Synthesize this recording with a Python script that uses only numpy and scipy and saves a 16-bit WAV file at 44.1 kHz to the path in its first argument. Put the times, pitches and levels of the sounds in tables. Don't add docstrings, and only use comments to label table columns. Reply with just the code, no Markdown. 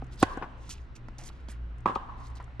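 import sys
import numpy as np
from scipy import signal
from scipy.fft import rfft, irfft, next_fast_len
from scipy.io import wavfile
from scipy.ndimage import uniform_filter1d

SR = 44100
rng = np.random.default_rng(int(sys.argv[2]) if len(sys.argv) > 2 else 0)


def file_out(sig):
    cols = np.atleast_2d(sig).T
    lim = np.clip(cols, -1, 1)
    pcm = np.round(lim * 32767).astype(np.int16)
    wavfile.write(sys.argv[1], SR, pcm)


def boost_factor(decibels):
    exponent = np.asarray(decibels, float) / 20
    return 10 ** exponent


N = 114660

# [t/s, first line level/dB, second line level/dB]
HUM_SWELL = [(0, -42, -44.5), (.12, -45, -49.5), (.3, -51, -62), (.6, -50.5, -51.5), (.87, -46, -61),
             (1.05, -58, -51), (1.3, -52.5, -58.5), (1.45, -42.5, -54.5), (1.72, -41.5, -53),
             (1.899, -46, -48.5), (2.08, -57.5, -63.5), (2.3, -41, -49), (2.6, -48.5, -53.5)]
# [f/Hz, density/dB]
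TOWN_SPECTRUM = [(25, 5), (50, 0), (100, -6), (300, -17), (500, -25), (1500, -24), (4000, -42),
                 (13000, -73)]
# [t/s, level/dB]
TRAFFIC_SWELL = [
    (0, 2.5),
    (.5, 1.5),
    (.85, -2),
    (1.15, 0.5),
    (1.45, -0.5),
    (1.75, -1),
    (2.1, 1),
    (2.6, 0.5),
]
# [f/Hz, share/0-1]
TOWN_LIKENESS = [(60, 0.77), (300, 0.93), (640, 0.6), (1400, 0), (8000, 0.9)]
# [t/s, level/dB, pan/dB, t60/s, centre f/Hz]
BRIGHT_CRACKS = [(.2268, -29, 4.5, 0.041, 3900), (.2262, -27, -2.5, 0.025, 7600), (0.2, -38, 1, 0.022, 14500),
                 (.2265, -29, 0, 0.042, 2960), (.3716, -53, -1, 0.024, 7100), (.4120, -55, 18, 0.065, 1300),
                 (.4230, -32.5, 6, 0.11, 970), (0.78, -57.5, -5, 0.045, 2700), (0.29, -54.5, 2, 0.026, 2900),
                 (0.017, -45.5, -1, 0.024, 1470), (1.3, -41, -7, 0.022, 1020), (1.8565, -54, 1, 0.02, 5700),
                 (1.8595, -40.5, -3, 0.025, 2700), (2.4, -41, 0, 0.09, 980), (1.8590, -35, -3, 0.018, 2400),
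                 (1.8645, -33, 1, .015, 2000), (1.8985, -44, -2, 0.018, 2600), (1.9035, -41, -1, .015, 1950),
                 (1.8740, -49.5, -5, 0.13, 2900), (1.9515, -43.5, -2, 0.061, 3250),
                 (2.5950, -43.5, -8, 0.046, 2320)]
# [t/s, level/dB, pan/dB, contact/ms]
BALL_BOUNCES = [
    (.022, -31.5, -6, 0.9),
    (2.5950, -14.5, -17, 2.26),
]
# [f/Hz, level/dB, t60/s]
BALL_MODES = [(254, -4.5, 0.067), (430, -2, 0.02), (779, 5, 0.024), (1260, 4, 0.022)]
# [t/s, level/dB, pan/dB, t60/s, centre f/Hz]
GRIT_TICKS = [(.0423, -62.5, -1.5, 0.025, 7040), (.0667, -61, -3, 0.014, 6000),
              (.158, -59, -0.5, .02, 7000), (.5906, -66, -4, 0.018, 6000), (.621, -62, -6, 0.018, 6500),
              (.753, -58, -4, .015, 5500), (1.1892, -45, -2, .01, 5800), (1.212, -43, -4, 0.0092, 6200),
              (1.2795, -42, -7, .012, 6100), (1.7823, -61, -3, .02, 7000), (1.8043, -61.5, -3, 0.025, 7500),
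              (2.178, -70, -7, .02, 7000), (2.200, -63, -2, .02, 6500), (2.2388, -62.5, -3, 0.032, 7000),
              (2.2677, -59, -1, .03, 7050), (2.282, -62, -2, 0.022, 8000), (2.300, -64, -2.5, .02, 8000),
              (2.412, -68, -4, .015, 8000), (2.4259, -61, -3.5, 0.018, 8000),
              (2.4409, -55, -4, 0.022, 6840)]
# [start t/s, swell/s, release/s, level/dB, centre f/Hz]
SWISH_EVENTS = [
    (.100, 0.036, 0.023, -59.5, 3960),
    (.170, 0.067, .005, -43.5, 4340),
    (.560, .13, .01, -60.5, 6000),
    (.6, .09, .01, -58.5, 2800),
    (2.150, 0.12, 0.058, -61.5, 4400),
    (.105, 0.034, 0.038, -61.5, 7500),
    (2.17, 0.088, 0.076, -67.5, 8000),
]
# [start t/s, length/s, from f/Hz, to f/Hz, level/dB]
STRING_WHISTLES = [
    (0.188, .022, 7600, 8700, -58),
    (0.196, .03, 4500, 5800, -58),
]
# [start t/s, hold/s, release/s, level/dB, centre f/Hz]
SCUFF_EVENTS = [(.705, .035, .015, -58, 9700), (.952, 0.012, 0.016, -68, 8400), (1.19, .03, .02, -65, 9500),
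                (1.255, .038, 0.0098, -52, 9500), (1.488, 0.028, 0.027, -53, 8200),
                (2.35, 0.02, .01, -64, 8800), (0.247, 0.088, 0.053, -60.5, 4260),
                (.692, 0.044, 0.011, -43.5, 6000), (.697, 0.02, 0.052, -44, 2800),
                (0.731, 0.049, 0.099, -65, 5500), (0.953, 0.0096, 0.017, -51, 6000),
                (1.084, 0.0013, 0.0081, -52, 4700), (1.183, 0.04, 0.022, -52.5, 5630),
                (1.186, 0.072, 0.024, -53.5, 700), (1.185, .105, 0.017, -58.5, 2100),
                (1.487, 0.043, 0.049, -56, 1730), (.953, 0.012, .015, -57.5, 2500),
                (.214, 0.013, .004, -38.5, 605), (1.236, 0.041, .01, -51, 6000),
                (1.285, 0.0059, 0.0099, -47.5, 4100), (1.307, 0.095, 0.091, -70, 3960),
                (1.484, 0.023, 0.051, -57, 4200), (2.352, 0.0091, .006, -57, 4940),
                (2.367, 0.0068, 0.013, -45.5, 4150)]
# [t/s, level/dB, pan/dB, contact/ms]
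NEAR_POPS = [(.2262, -18, 0, 0.63), (.2278, -9, -5, 0.68), (.2315, -23, -7, 0.27), (.280, -48, -12, 1),
             (.373, -31.5, 10, 0.67), (.377, -41, 2, .4), (.4140, -40, 6, 0.61), (.4245, -42, 0, 0.38),
             (.4262, -35, 5.5, 0.36), (.4315, -40.5, -5, 0.33), (.440, -41.5, 2, 0.37)]
# [f/Hz, level/dB, t60/s]
NEAR_MODES = [(91.4, -11, 0.059), (303, 10.5, 0.017), (520, -2.5, 0.023), (755, 4, 0.031), (1065, 3, 0.03),
              (1481, -1, 0.047), (1745, -6.5, .02), (2014, -5, 0.038), (2506, 0, 0.023), (2880, -3.5, 0.02),
              (3215, -9.5, .02), (3860, -14.5, .02)]
# [centre f/Hz, width/Hz, near pop level/dB, far pop level/dB, t60/s]
TAIL_BANDS = [(283, 420, -44, -46.5, 0.81), (566, 230, -51.5, -59.5, 1.4), (836, 260, -48, -46.5, 1.44),
              (1055, 240, -47, -37.5, 1.26), (1576, 340, -44.5, -49.5, 0.7), (2800, 1500, -55.5, -57, 0.84),
              (7500, 5500, -64, -68, 0.62)]
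# [t/s, level/dB, pan/dB, contact/ms]
STEP_LANDINGS = [
    (.6910, -33.5, -9, 0.57),
    (1.0845, -30.5, -6.5, 0.4),
    (1.4850, -28, -11, 0.89),
    (2.4780, -38, 5, 0.54),
]
# [f/Hz, level/dB, t60/s]
SOLE_MODES = [(218, -8, 0.056), (633, -10, 0.014), (964, -5.5, 0.015), (1365, -8, 0.021),
              (2050, -3, 0.0081)]
# [t/s, level/dB, pan/dB, contact/ms]
FAR_POPS = [
    (1.8563, -41, 9, 0.57),
    (1.8575, -12.5, -2.5, 0.33),
    (1.8634, -18, -12.5, 0.38),
    (1.8749, -23.5, -12, 0.66),
    (1.8850, -31.5, -30, 0.17),
    (1.8940, -20.5, 1, 0.87),
    (1.904, -33, 7, 0.2),
    (1.9570, -24, 18.5, 0.3),
    (1.9593, -19, 2, 0.59),
    (2.089, -37.5, -6, 0.48),
]
# [f/Hz, level/dB, t60/s]
FAR_MODES = [(211, -8, 0.039), (390, -9, 0.024), (551, -13.5, 0.055), (783, -6.5, 0.037), (906, -4, 0.026),
             (1112, 6, 0.019), (1273, -11, 0.066), (1970, -12, 0.013), (2500, -13.5, 0.014),
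             (3180, -47, .01)]

HUM_HZ, HUM2_HZ, HUM_WANDER, HUM_FLICKER_DB = 59.8, 118.1, .025, 1.8
TOWN_DB, TOWN_DRIFT_DB = -46, .9
RISE_S, MODE_VARY_DB, MODE_DETUNE = 0.0006, 1.5, .012
SCUFF_ATTACK_S, SCUFF_PAN_DB, SCUFF_TRIM_DB, CATCH_DB = 0.00067, -4, -4, 2.2
GRIT_PER_S, GRIT_SPREAD_DB, GRIT_WIDTH = 6600, 1.5, .6
GRIT_AIR_DB, GRIT_AIR_HZ, AIR_PAN_DB = -15, 11040, -0.5
TAIL_RISE_S, TAIL_LUMP_DB = 0.0018, 1.9
PORT_HZ, PORT_LAG_S = 500, 2e-5
MIC_LOW_HZ, MIC_TOP_HZ, TOP_HZ, HEADROOM = 72.6, 11700, 15800, .75
PRESENCE_HZ, PRESENCE_WIDTH_HZ, PRESENCE_DB = 6000, 420, -18


def unit(x):
    return x / np.sqrt(np.mean(x ** 2))


def band(x, hz, width):
    return signal.lfilter(*signal.iirpeak(hz, max(hz / width, .2), fs=SR), x)


def walk(rate, count):
    k = int(SR / rate)
    held = np.repeat(rng.standard_normal(N // 50), k)[:count]
    return 1.85 * uniform_filter1d(uniform_filter1d(held, k), k)


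def add(out, at_s, sound, pan_db):
    size = next_fast_len(len(sound) + 64)
    hz = np.arange(size // 2 + 1) * SR / size
    start = int(at_s * SR)
    half = np.array([[.5], [-.5]]) * pan_db
    late = (at_s * SR - start + 8) / SR + half / 2 * PORT_LAG_S
    level = boost_factor(half * hz ** 2 / (hz ** 2 + PORT_HZ ** 2))
    pair = irfft(rfft(sound, size) * level * np.exp(-2j * np.pi * hz * late), size)
    out[:, start - 8:start - 8 + size] += pair[:, :N - start + 8]


def hum():
    times, first_db, second_db = np.array(HUM_SWELL).T
    out, t = 0, np.arange(N) / SR
    for hz, db in ((HUM_HZ, first_db), (HUM2_HZ, second_db)):
        level = boost_factor(np.interp(t, times, db) + HUM_FLICKER_DB * walk(18, count=N))
        pitch = hz * (1 + HUM_WANDER * walk(11.0, count=N))
        out = out + np.sqrt(2) * level * np.sin(2 * np.pi * np.cumsum(pitch) / SR)
    return out


def town():
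    out, f = 0, np.arange(N // 2 + 1) * SR / N + 1
    swell = np.interp(np.arange(N) / SR, *np.array(TRAFFIC_SWELL).T)
    floor_hz, floor_db = np.array(TOWN_SPECTRUM).T
    alike_hz, alike = np.array(TOWN_LIKENESS).T
    spectrum = boost_factor(np.interp(np.log(f), np.log(floor_hz), floor_db))
    for hz in 22 * 2 ** np.arange(0, 9.6, .5):
        bell = np.exp(-(np.log2(f / hz) * 3) ** 2) * spectrum
        mid, side = irfft(rfft(rng.standard_normal((2, N))) * bell, N)
        share = np.clip(np.interp(np.log(hz), np.log(alike_hz), alike), 0, 1)
        drift = TOWN_DRIFT_DB * walk(2.9, count=N) + 0.41 * walk(44, count=N)
        level = boost_factor(drift + swell * min(hz / 300., 1))
        pair = np.sqrt(1 + share) * mid + np.sqrt(1 - share) * side * np.array([[1], [-1]])
        out = out + level * pair
    return boost_factor(TOWN_DB) * unit(out)


def cracks(rows):
    out, t = np.zeros((2, N)), np.arange(SR // 8) / SR
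    for at, db, pan, t60, hz in rows:
        burst = unit(band(band(rng.standard_normal(len(t)), hz, 0.33 * hz), hz, 1.47 * hz))
        fade = np.minimum(t / 0.0011, 1) * 1000. ** (-t / t60)
        add(out, at, boost_factor(db) * burst * fade, pan)
    return out


def blows(rows, modes):
    out, t = np.zeros((2, N)), np.arange(SR // 8) / SR
    chance = rng.standard_normal((len(rows), 2, 14))
    for (at, db, pan, ms), (detune, vary) in zip(rows, chance):
        ring = 0
        for k, (f, mode_db, t60) in enumerate(modes):
            level = (-1) ** k * boost_factor(mode_db + MODE_VARY_DB * vary[k])
            hz = f * (1 + MODE_DETUNE * detune[k])
            ring = ring + level * np.sin(2 * np.pi * hz * t) * 1000. ** (-t / t60)
        span = max(ms, .1) * SR / 1000
        push = np.sin(np.pi * np.minimum(np.arange(int(span) + 2) / span, 1))
        struck = np.convolve(ring * (1 - np.exp(-t / RISE_S)), push / push.sum())
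        add(out, at, boost_factor(db) * struck, pan)
    return out


def rush(rows, swell):
    out, t = np.zeros((2, N)), np.arange(SR // 4) / SR
    for at, hold, release, db, hz in rows:
        pick, size, sign = rng.random((3, len(t)))
        click = (2 * sign - 1) * boost_factor(-GRIT_SPREAD_DB * np.log(size + 0.0013))
        grit = (pick < GRIT_PER_S / SR) * click
        rise = np.minimum(t / (hold if swell else SCUFF_ATTACK_S), 1)
        shape = rise * np.exp(-np.maximum(t - hold, 0) / release * 2)
        shape = shape * boost_factor(db + SCUFF_TRIM_DB + CATCH_DB * walk(99, count=len(t)))
        body = unit(band(band(grit, hz, GRIT_WIDTH * hz), hz, 2 * GRIT_WIDTH * hz))
        fizz = unit(band(grit[::-1], GRIT_AIR_HZ, 9900))
        air = boost_factor(GRIT_AIR_DB) * fizz * min(hz / 3700.0, 1) ** 2
        add(out, at, shape * body, SCUFF_PAN_DB)
        add(out, at, shape * air, AIR_PAN_DB)
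    return out


def swishes():
    return rush(SWISH_EVENTS, True)


def whistles():
    out = np.zeros((2, N))
    for at, length, from_hz, to_hz, db in STRING_WHISTLES:
        share = np.arange(int(length * SR)) / (length * SR)
        hz = (from_hz + (to_hz - from_hz) * share) * (1 + .02 * walk(900, count=len(share)))
        level = boost_factor(db + 3.0 * walk(400, count=len(share))) * np.sqrt(np.sin(np.pi * share))
        add(out, at, level * np.sin(2 * np.pi * np.cumsum(hz) / SR), SCUFF_PAN_DB)
    return out


def scuffs():
    return rush(SCUFF_EVENTS, False)


def tail(at_s, column):
    out, t = 0, np.maximum(np.arange(N) / SR - at_s, 0)
    for row in TAIL_BANDS:
        hz, width, t60 = row[0], row[1], row[4]
        mid, side = (unit(band(band(rng.standard_normal(N), hz, width), hz, width)) for _ in range(2))
        lumps = boost_factor(row[column] + TAIL_LUMP_DB * walk(44, count=N)) * 1000. 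** (-t / t60)
        out = out + lumps * (mid + min(hz / 1100.0, 1) * side * np.array([[1], [-1]]))
    return out * np.minimum(t / TAIL_RISE_S, 1) ** 2


def scene():
    hits = blows(NEAR_POPS, NEAR_MODES) + blows(FAR_POPS, FAR_MODES) + cracks(BRIGHT_CRACKS) + whistles()
    echoes = tail(NEAR_POPS[0][0], 2) + tail(FAR_POPS[0][0], 3)
    ball = blows(BALL_BOUNCES, BALL_MODES)
    feet = blows(STEP_LANDINGS, SOLE_MODES) + cracks(GRIT_TICKS) + scuffs()
    low_cut = signal.butter(2, MIC_LOW_HZ, "high", fs=SR, output="sos")
    near = signal.sosfilt(low_cut, hits + ball + feet + swishes())
    return near + echoes + hum() + town()


def low_pass(x):
    return signal.sosfilt(signal.butter(12, 16150, fs=SR, output="sos"), x)


def record(dry):
    lifted = dry + boost_factor(PRESENCE_DB) * band(dry, PRESENCE_HZ, PRESENCE_WIDTH_HZ)
    x = np.tanh(lifted / HEADROOM) * HEADROOM
    x = signal.sosfilt(signal.butter(4, MIC_TOP_HZ, fs=SR, output="sos"), x)
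    x = signal.sosfilt(signal.ellip(8, .2, 70, TOP_HZ, fs=SR, output="sos"), x)
    return low_pass(x)


dry = scene()
out = record(dry)
file_out(out)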